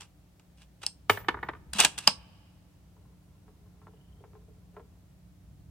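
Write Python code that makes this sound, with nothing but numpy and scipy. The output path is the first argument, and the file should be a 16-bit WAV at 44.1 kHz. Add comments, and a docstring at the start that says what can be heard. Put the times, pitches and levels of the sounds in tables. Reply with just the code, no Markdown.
"""A rifle bolt is worked at a wooden shooting bench in quiet woods: noisy bursts ring steel resonances.
The bolt clicks open, the spent case bounces on the planks, a round scrapes in and the handle snaps down.
The case adds wooden knocks, rubbing noise and thin brass tones; the rifle then settles with soft knocks.
Low noise and wavering tones make a far engine and bench boom, under open air; a faint frog trills twice.
Fading noise tails give the echoes of the bench, the shelter and the trees."""
import sys
import numpy as np
from scipy import signal
from scipy.fft import rfft, irfft, next_fast_len
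from scipy.io import wavfile

SR = 44100
rng = np.random.default_rng(int(sys.argv[2]) if len(sys.argv) > 2 else 0)


def to_wav(sig):
    """Store sig (one row per channel, or 1-D mono) as 16-bit WAV at the path in sys.argv[1].

    Samples outside -1..1 are clipped; the rate is SR.
    """
    pcm = np.clip(np.atleast_2d(sig), -1, 1) * 32767
    pcm = np.round(pcm).astype(np.int16)
    wavfile.write(sys.argv[1], SR, pcm.T)  # frames by channels


N = 251722
TIME = np.arange(N) / SR
BODY_TIME = TIME[:SR // 8]  # length of one blow


def from_db(db):
    """Turn decibels into gain."""
    return 10 ** (np.asarray(db) / 20)


def rms_one(x):
    """Scale a sound to unit power."""
    return x / np.sqrt(np.mean(x ** 2) + 1e-30)


def at_hz(points, hz):
    """Read a table between its points, with pitch spaced as the ear hears it (log scale)."""
    point_hz, value = np.transpose(points)
    return np.interp(np.log(np.maximum(hz, 1)), np.log(point_hz), value)


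def colour(x, spectrum):
    """Filter to the given dB spectrum, with the response as early as possible (minimum phase)."""
    size = 2 * next_fast_len(x.shape[-1] // 2 + 2048)
    level_db = at_hz(spectrum, np.fft.rfftfreq(size, 1 / SR))
    # folding the cepstrum forward in time puts the filter's energy first
    cepstrum = irfft(np.log(from_db(level_db)))
    cepstrum[1:size // 2] *= 2
    cepstrum[size // 2 + 1:] = 0
    response = np.exp(rfft(cepstrum))
    return irfft(rfft(x, size) * response)[..., :x.shape[-1]]


# how alike left and right are, for close sounds and for open air: pitch_hz, likeness (1 = identical)
NEAR_LIKENESS = [(100, .97), (900, .95), (2000, .85), (3500, .65), (5200, .05), (14000, 0)]
AIR_LIKENESS = [(60, .93), (250, 0.69), (800, 0.41), (2500, 0.085), (12000, 0.02)]


def stereo_noise(size, likeness):
    """White noise whose two sides are alike in the bass and unrelated in the treble."""
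    mid, side = rfft(rng.standard_normal((2, size)))
    alike = np.clip(at_hz(likeness, np.fft.rfftfreq(size, 1 / SR)), -1, 1)
    shared = np.sqrt((1 + alike) / 2) * mid
    opposed = np.sqrt((1 - alike) / 2) * side * [[1], [-1]]
    return irfft(shared + opposed, size)


def drift(rate):
    """A random wander of spread 1 at its turning points, with a new point rate times a second."""
    return np.interp(TIME * rate, np.arange(SR), rng.standard_normal(SR))


def add(out, start_s, sound):
    """Mix a sound in at its start time."""
    start = max(round(start_s * SR), 0)
    out[:, start:start + sound.shape[-1]] += sound[:, :N - start]


def body(modes, spectrum, direct_db):
    """How an object answers a tap: damped resonances plus the dry crack of the contact."""
    click = signal.unit_impulse(len(BODY_TIME))
    out = from_db(direct_db) * click
    for hz, width_hz, db in modes:
        r = np.exp(-np.pi * max(width_hz, 45) / SR)  # a wider resonance dies sooner
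        resonator = [1, -2 * r * np.cos(2 * np.pi * hz / SR), r * r]
        ring = signal.lfilter([1, 0, -1], resonator, click)
        out = out + from_db(db) * (1 - r * r) / 2 * ring
    return colour(out, spectrum)[None]


def blows(rows, edges, band_db, response, knee_hz, strike_db, strike_share, span_ms):
    """A hard strike inside a brief chatter rings the body; brightness tilts the bands above the knee."""
    out, ms = np.zeros((2, N)), BODY_TIME * 1000
    bands = [signal.butter(3, pair, "band", fs=SR, output="sos") for pair in zip(edges, edges[1:])]
    centre_hz = np.sqrt(np.multiply(edges[:-1], edges[1:]))
    octaves = np.log2(np.maximum(centre_hz / knee_hz, 1))
    for start_s, blow_db, brightness, chatter_ms in rows:
        levels_db = blow_db + np.array(band_db) + brightness * octaves
        grit = stereo_noise(len(ms), NEAR_LIKENESS)
        strike_at = np.searchsorted(ms, strike_share * chatter_ms)
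        strike = rms_one(signal.unit_impulse(len(ms), strike_at))
        for band, high_hz, db in zip(bands, edges[1:], levels_db):
            # lows start later and last longer
            age = ms / (chatter_ms * (5000 / high_hz) ** .15)
            press = (1 - np.exp(-3.5 * age)) ** 2 * np.exp(-age)
            force = rms_one(press * grit) + from_db(strike_db) * strike
            ringing = signal.fftconvolve(force, response, axes=1)[:, :len(ms)]
            ringing = signal.sosfilt(band, ringing)
            # the level counts as if the blow's power were spread over span_ms
            add(out, start_s, from_db(db) * rms_one(ringing) * np.sqrt(span_ms / ms[-1]))
    return out


def pressure(rubs, rise_db_per_s, fall_db_per_s):
    """Gain of rubs (start_s, end_s, level_db, swell_db): each rises, swells or sinks, then falls away."""
    levels = []
    for start, end, db, swell in rubs:
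        times = [start - 1, start, end, end + 1]
        points_db = [db - rise_db_per_s, db, db + swell, db + swell - fall_db_per_s]
        levels.append(np.interp(TIME, times, points_db))
    return from_db(np.max(levels, axis=0))  # the strongest rub wins


def friction(gain, response, grain_db, slips_per_s):
    """A rub is a stream of uneven slips that ring the body."""
    force = stereo_noise(N, NEAR_LIKENESS) * from_db(grain_db * drift(slips_per_s))
    return rms_one(signal.oaconvolve(force, response, axes=1)[:, :N]) * gain


# low-end loudness curve: time_s, level_db
# far engine rumble, swelled by the low boom of the bench knocks around 1.1-1.9 s
LOW_END = [(0.0, -60), (0.52, -61.5), (1.11, -58), (1.24, -50.5), (2.69, -59), (4.77, -55.5), (5.05, -58.5),
           (5.71, -52)]
# steady tones in the engine's hum, against each other: pitch_hz, level_db
HUM = [(59.2, -64.5), (96.9, -66), (145.3, -67.5), (177.6, -64), (204.6, -79), (296.1, -74.5)]
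# colour of the low end and the open air: pitch_hz, level_db
AIR = [(15, -50.5), (25, -23), (41, -11.5), (64, 1.5), (145, -8), (185, -10.5), (236, -18), (301, -22),
       (439, -30), (641, -28.5), (734, -30.5), (1020, -35.5), (1610, -39), (16000, -47)]


def background(low_trim_db, air_db, hum_db, hum_follows, waver):
    """Low noise for engine rumble and bench boom, wavering hum tones, and a soft wash of open air."""
    low_end_db = np.interp(TIME, *np.transpose(LOW_END))
    noise = colour(stereo_noise(N, AIR_LIKENESS), AIR)
    # split at 280 Hz: low end below, air above
    low, high = [rms_one(signal.sosfilt(signal.butter(3, 280, kind, fs=SR, output="sos"), noise))
                 for kind in ("low", "high")]
    hum = 0
    for hz, db in HUM:
        strength = from_db(db + hum_db + 2.1 * drift(10))
        hum = hum + strength * np.sin(2 * np.pi * hz * TIME + waver * drift(5.6))
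    low_end = low * from_db(low_end_db + low_trim_db)
    air = high * from_db(air_db)
    # the hum partly follows the low-end curve
    return low_end + air + hum * from_db(hum_follows * (low_end_db - low_end_db.mean()))


def rattles(rows, rattle_db):
    """One brief rub for each blow; bright blows rattle more."""
    return [(s, s, db + 2 * brightness + rattle_db, 0) for s, db, brightness, _ in rows]


# the bolt slides, stops and feeds a round: start_s, level_db, brightness_db_per_octave, chatter_ms
CLICKS = [(0.007, -55, 0.5, 2.6), (0.017, -54.5, -2, 2.8), (0.395, -62.5, -3.5, 3), (0.618, -65, -0.5, 2.4),
          (0.832, -42, -3, 4.5), (1.733, -47.5, 2.74, 1.9), (1.784, -36.5, -1, 2.8),
          (1.791, -29.5, -2.5, 2.8), (1.8, -28, 2.5, 4), (1.808, -28.5, -1.3, 1.9), (1.834, -31, -3, 3.4),
          (1.847, -22.5, -0.26, 3.2), (1.978, -45.5, 1.2, 3.5), (1.985, -45.5, 2.35, 3),
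          (2.078, -28, -6, 4)]
# the locking lugs snap open and shut: start_s, level_db, brightness_db_per_octave, chatter_ms
LOCKS = [(0.864, -56, 9, 1), (2.074, -18.5, 0, 1.6)]
# strokes of the bolt, steel on steel: start_s, end_s, level_db, swell_db
STROKES = [(0.005, 0.033, -54, 2), (0.575, 0.63, -68.5, 7), (0.819, 0.86, -51.5, -4), (1.1, 1.22, -37, -26),
           (1.74, 1.78, -42.5, 5), (1.79, 1.85, -24, -4.5), (1.87, 1.96, -45.5, -14),
           (1.99, 2.068, -50.5, -0.5)]
# edges of the pitch bands: edge_hz; then what a click and a snap add in each band: level_db
STEEL_BANDS = [120, 600, 1400, 4200, 6800, 16000]
CLICK_BAND_DB = [-9, -1, 6, 6, 4.5]
LUG_BAND_DB = [-10, 0, 3.5, 10, -2.5]
# resonances of the steel action and of the lugs: pitch_hz, width_hz (below 45 plays as 45), level_db
STEEL_MODES = [(1660, 28, -4), (2740, 420, -1), (2880, 27, -1), (3290, 25, 2.5), (3450, 60, 2.5),
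               (3940, 30, 1.5), (4841, 200, -3), (5570, 31, -9), (5650, 250, -8), (5750, 79, -9.5),
               (8000, 140, -4), (8800, 160, 1), (7600, 85, -4.5), (8800, 360, -8.5)]
LUG_MODES = [(850, 68, -1), (1130, 29, -1), (2780, 710, 0.5), (3100, 230, -4.5), (5020, 160, -4),
             (5150, 110, -3), (6100, 100, 1.5), (8150, 750, -4.5)]
# colours of the action and of the lugs: pitch_hz, level_db
STEEL = [(71, -52.5), (120, -11), (557, -8.5), (839, 1), (2020, -6.5), (2640, -2.5), (4500, -7.5),
         (8310, -8.5), (16000, -30)]
LUG = [(120, -18.5), (600, -20.5), (950, -3), (1500, -7), (2100, -13.5), (2900, -5), (4000, -8), (5200, -2),
       (6800, -19), (8500, -8.5), (11000, -31), (16000, -34.5)]


def bolt():
    """Steel strikes, rattles and slides on steel; the lugs snap with a ring of their own."""
    action = body(STEEL_MODES, STEEL, direct_db=-2)
    lugs = body(LUG_MODES, LUG, direct_db=-2)
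    clicks = blows(CLICKS, STEEL_BANDS, CLICK_BAND_DB, action, knee_hz=1000,
                   strike_db=-11.5, strike_share=0.64, span_ms=5.1)
    snaps = blows(LOCKS, STEEL_BANDS, LUG_BAND_DB, lugs, knee_hz=1000,
                  strike_db=0.5, strike_share=1.3, span_ms=8)
    sliding = pressure(STROKES, rise_db_per_s=3499, fall_db_per_s=547.5)
    # the parts rattle on after every click and snap
    rattle_rubs = rattles(CLICKS, rattle_db=0) + rattles(LOCKS, rattle_db=-4.5)
    rattling = pressure(rattle_rubs, rise_db_per_s=7000.5, fall_db_per_s=750)
    rub_gain = np.hypot(sliding, rattling)
    return clicks + snaps + friction(rub_gain, action, grain_db=2.5, slips_per_s=600)


# the spent case bounces on the bench: start_s, level_db, brightness_db_per_octave, chatter_ms
KNOCKS = [(1.095, -15, 2, 4.6), (1.171, -34.5, -2, 4), (1.244, -50, -3.5, 4), (1.283, -20, 0, 4.78),
          (1.341, -33.5, -11.5, 4), (1.368, -41, -10.5, 6.5), (1.388, -46, -10, 2.3), (1.427, -30, -6, 5.3),
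          (1.485, -29.5, -4.5, 5.5), (1.532, -44.5, -5.5, 4.4), (1.548, -48, -6, 3.6)]
# edges of the pitch bands: edge_hz; then what a knock adds in each band: level_db
WOOD_BANDS = [80, 600, 2200, 4300, 10000]
KNOCK_BAND_DB = [-9.5, -1.5, -7, -22]
# resonances of the planks: pitch_hz, width_hz (below 45 plays as 45), level_db
WOOD_MODES = [(394, 17, -5), (947, 65, -4), (1214, 58, 1.5), (1460, 15, -5), (1920, 69, -11.5),
              (2160, 140, -7), (2930, 19, -3.5), (3050, 43, -7.5), (3150, 110, -5), (3430, 120, -11.5),
              (3620, 84, 2), (4030, 33, -12.5)]
# colour of the planks: pitch_hz, level_db
WOOD = [(47, -45.5), (80, -14.5), (381, -8.5), (703, -9), (927, -3.5), (1610, -7.5), (1780, -1.5),
        (2000, -11.5), (3770, -26.5), (9000, -38.5), (11700, -71.5), (19800, -120)]
# blows that set the case ringing: start_s, level_db
CASE_HITS = [(1.096, -32.5), (1.172, -42), (1.285, -58), (1.428, -60.5)]
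# thin ring of the brass case: pitch_hz, level_db, fade_s (time to drop 60 dB)
CASE_MODES = [(9980, -4, 0.12), (14100, -3, 0.26), (14750, -4, .16)]


def spent_case():
    """The case knocks and skids on the planks, and its brass rings high and thin."""
    bench = body(WOOD_MODES, WOOD, direct_db=-5)
    out = blows(KNOCKS, WOOD_BANDS, KNOCK_BAND_DB, bench, knee_hz=1200,
                strike_db=-14, strike_share=1, span_ms=11)
    # after each bounce the case tips over and skids; harder bounces skid louder
    skid_delay_s, skid_db, skid_follows = .022, -33, .55
    skids = [(s + skid_delay_s, s + skid_delay_s, skid_db + skid_follows * db, 0) for s, db, *_ in KNOCKS]
    skid_gain = pressure(skids, rise_db_per_s=2000, fall_db_per_s=480)
    out += friction(skid_gain, bench, grain_db=6, slips_per_s=100)
    t = TIME[:SR // 2]
    for start_s, hit_db in CASE_HITS:
        for hz, db, fade_s in CASE_MODES:
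            phase = rng.uniform(0, 2 * np.pi, (2, 1))
            fade = np.exp(-np.log(1000) * t / fade_s) * (1 - np.exp(-t / .001))
            tone = np.sin(2 * np.pi * hz * t + phase + 0.99 * drift(200)[:len(t)])
            add(out, start_s, from_db(hit_db + db) * fade * tone)
    return out


# the push on the bolt rocks the rifle on its rest: start_s, level_db, pitch_hz, decay_ms
ROCKING = [(1.104, -36.5, 100, 22), (1.751, -36.5, 202, 8.8), (2.076, -31, 195, 4.7)]


def rocking():
    """The whole rifle gives a short low thump on its rest: a tone that swells and dies away."""
    out, t = np.zeros((2, N)), TIME[:SR // 4]
    for start_s, db, hz, decay_ms in ROCKING:
        age = t * 1000 / decay_ms
        swell = age * np.exp(1 - age)  # peaks at 1
        add(out, start_s, from_db(db) * swell * np.sin(2 * np.pi * hz * t) * np.ones((2, 1)))
    return out


# frog calls: start_s, end_s, level_db
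TRILLS = [(2.182, 2.525, -79), (3.877, 4.262, -79)]


def frog(pulses_per_s, start_hz, end_hz, width_hz):
    """A far trill: narrow pulses that climb in pitch, blurred by the trees."""
    out = np.zeros((2, N))
    for start, end, db in TRILLS:
        t = TIME[:round((end - start) * SR)]
        slow = signal.butter(2, width_hz, fs=SR, output="sos")
        blur = signal.sosfilt(slow, rng.standard_normal((2, len(t))))
        tone = np.sin(2 * np.pi * np.cumsum(np.linspace(start_hz, end_hz, len(t))) / SR)
        pulses = 0.25 + np.sin(np.pi * pulses_per_s * t) ** 2
        pulses = pulses * signal.windows.tukey(len(t), .3)  # soft start and end
        add(out, start, from_db(db) * rms_one(blur * tone * pulses))
    return out


# the stock settles: start_s, level_db, brightness_db_per_octave, chatter_ms
THUDS = [(2.964, -71.5, 4.5, 7.6), (3.05, -75, 4.5, 10.3), (3.477, -60, 1, 12), (3.658, -70, 1.5, 8.1),
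         (3.814, -62, 3, 10.2), (3.867, -55.5, 4, 8.76), (3.933, -60.5, -3.5, 8), (4.202, -55.5, -9, 11),
         (4.237, -51.5, -0.5, 8), (4.332, -57.5, -3, 4.2), (4.35, -53.5, -1.5, 7.2),
         (4.48, -58.5, -16, 9.6), (4.764, -45.5, 0.5, 8.2), (4.794, -51, -0.5, 7.1)]
# edges of the pitch bands: edge_hz; then what a thud adds in each band: level_db
STOCK_BANDS = [300, 700, 3200]
THUD_BAND_DB = [-0.5, -3.5]
# resonances of the stock: pitch_hz, width_hz (below 45 plays as 45), level_db
STOCK_MODES = [(417, 54, 7), (1033, 140, -6), (1340, 78, -4), (1640, 14, -10.5), (2210, 110, -28),
               (2637, 70, -25.5)]
# colour of the stock: pitch_hz, level_db
STOCK = [(200, -13), (420, 2.5), (560, 1), (750, 12), (1300, -1.5), (2500, -8.5), (5000, -13)]
# hand and sleeve rest on the stock: start_s, end_s, level_db, swell_db
GRIP = (3, 5, -77, 1.5)


def handling():
    """The stock is nudged and rubbed as the shooter settles."""
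    stock = body(STOCK_MODES, STOCK, direct_db=-18)
    thuds = blows(THUDS, STOCK_BANDS, THUD_BAND_DB, stock, knee_hz=500,
                  strike_db=-2, strike_share=0.284, span_ms=12.4)
    # hand and sleeve drag harder around each thud
    drag_db = -20  # against the thud
    rubs = [GRIP] + [(s, s, db + drag_db, 0) for s, db, *_ in THUDS]
    rub_gain = pressure(rubs, rise_db_per_s=301, fall_db_per_s=153)
    return thuds + friction(rub_gain, stock, grain_db=4.5, slips_per_s=71)


def echo(x, spectrum, t60, onset_s):
    """Many small reflections that build up and die away, by 60 dB in t60 seconds."""
    t = TIME[:SR * 3 // 2]
    build_up = 1 - np.exp(-(t / onset_s) ** 2)
    tail = stereo_noise(len(t), AIR_LIKENESS) * build_up * np.exp(-np.log(1000) * t / t60)
    response = colour(rms_one(tail) / np.sqrt(len(t)), spectrum)
    return signal.fftconvolve(x, response, axes=1)[:, :N]


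# how much louder the left side is made than the right: pitch_hz, left_minus_right_db
LEAN = [(200, 0.5), (800, 2), (1800, -1), (3200, -1), (5200, -3.5), (8500, 3), (14000, -5.5)]
# scatter from bench and shelter: pitch_hz, level_db
NEAR_ECHO = [(100, -11), (350, -4.5), (1000, -14), (1700, -15.5), (3000, -16.5), (5500, -15.5),
             (9000, -13.5), (14000, -20.5)]
# echo from the trees: pitch_hz, level_db
TREE_ECHO = [(100, -18.5), (500, -20.5), (1100, -30), (1700, -30.5), (2800, -31.5), (5000, -43.5),
             (14000, -48.5)]


def scene():
    """Rifle and bench close by, their echoes, and the woods behind."""
    left, right = bolt() + spent_case() + handling() + rocking()
    right = np.roll(right, 2)  # the right microphone hears the rifle 2 samples later
    left_lean = [(hz, db / 2) for hz, db in LEAN]
    right_lean = [(hz, -db / 2) for hz, db in LEAN]
    near = np.array([colour(left, left_lean), colour(right, right_lean)])
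    bench_echo = echo(near, NEAR_ECHO, t60=0.18, onset_s=0.0027)
    tree_echo = echo(near, TREE_ECHO, t60=1.6, onset_s=0.02)
    behind = background(low_trim_db=-1, air_db=-67, hum_db=2.5, hum_follows=.4, waver=0.28)
    trills = frog(pulses_per_s=26, start_hz=2880, end_hz=3200, width_hz=120)
    return near + bench_echo + tree_echo + behind + trills


def record(dry):
    """Peaks beyond 0.82 are clipped flat as an overload, then the top of the treble is cut."""
    top_cut = signal.cheby2(18, 75, 16900, fs=SR, output="sos")  # 75 dB down from 16900 Hz up
    return signal.sosfilt(top_cut, np.clip(dry, -.82, .82))


dry = scene()
out = record(dry)
to_wav(out)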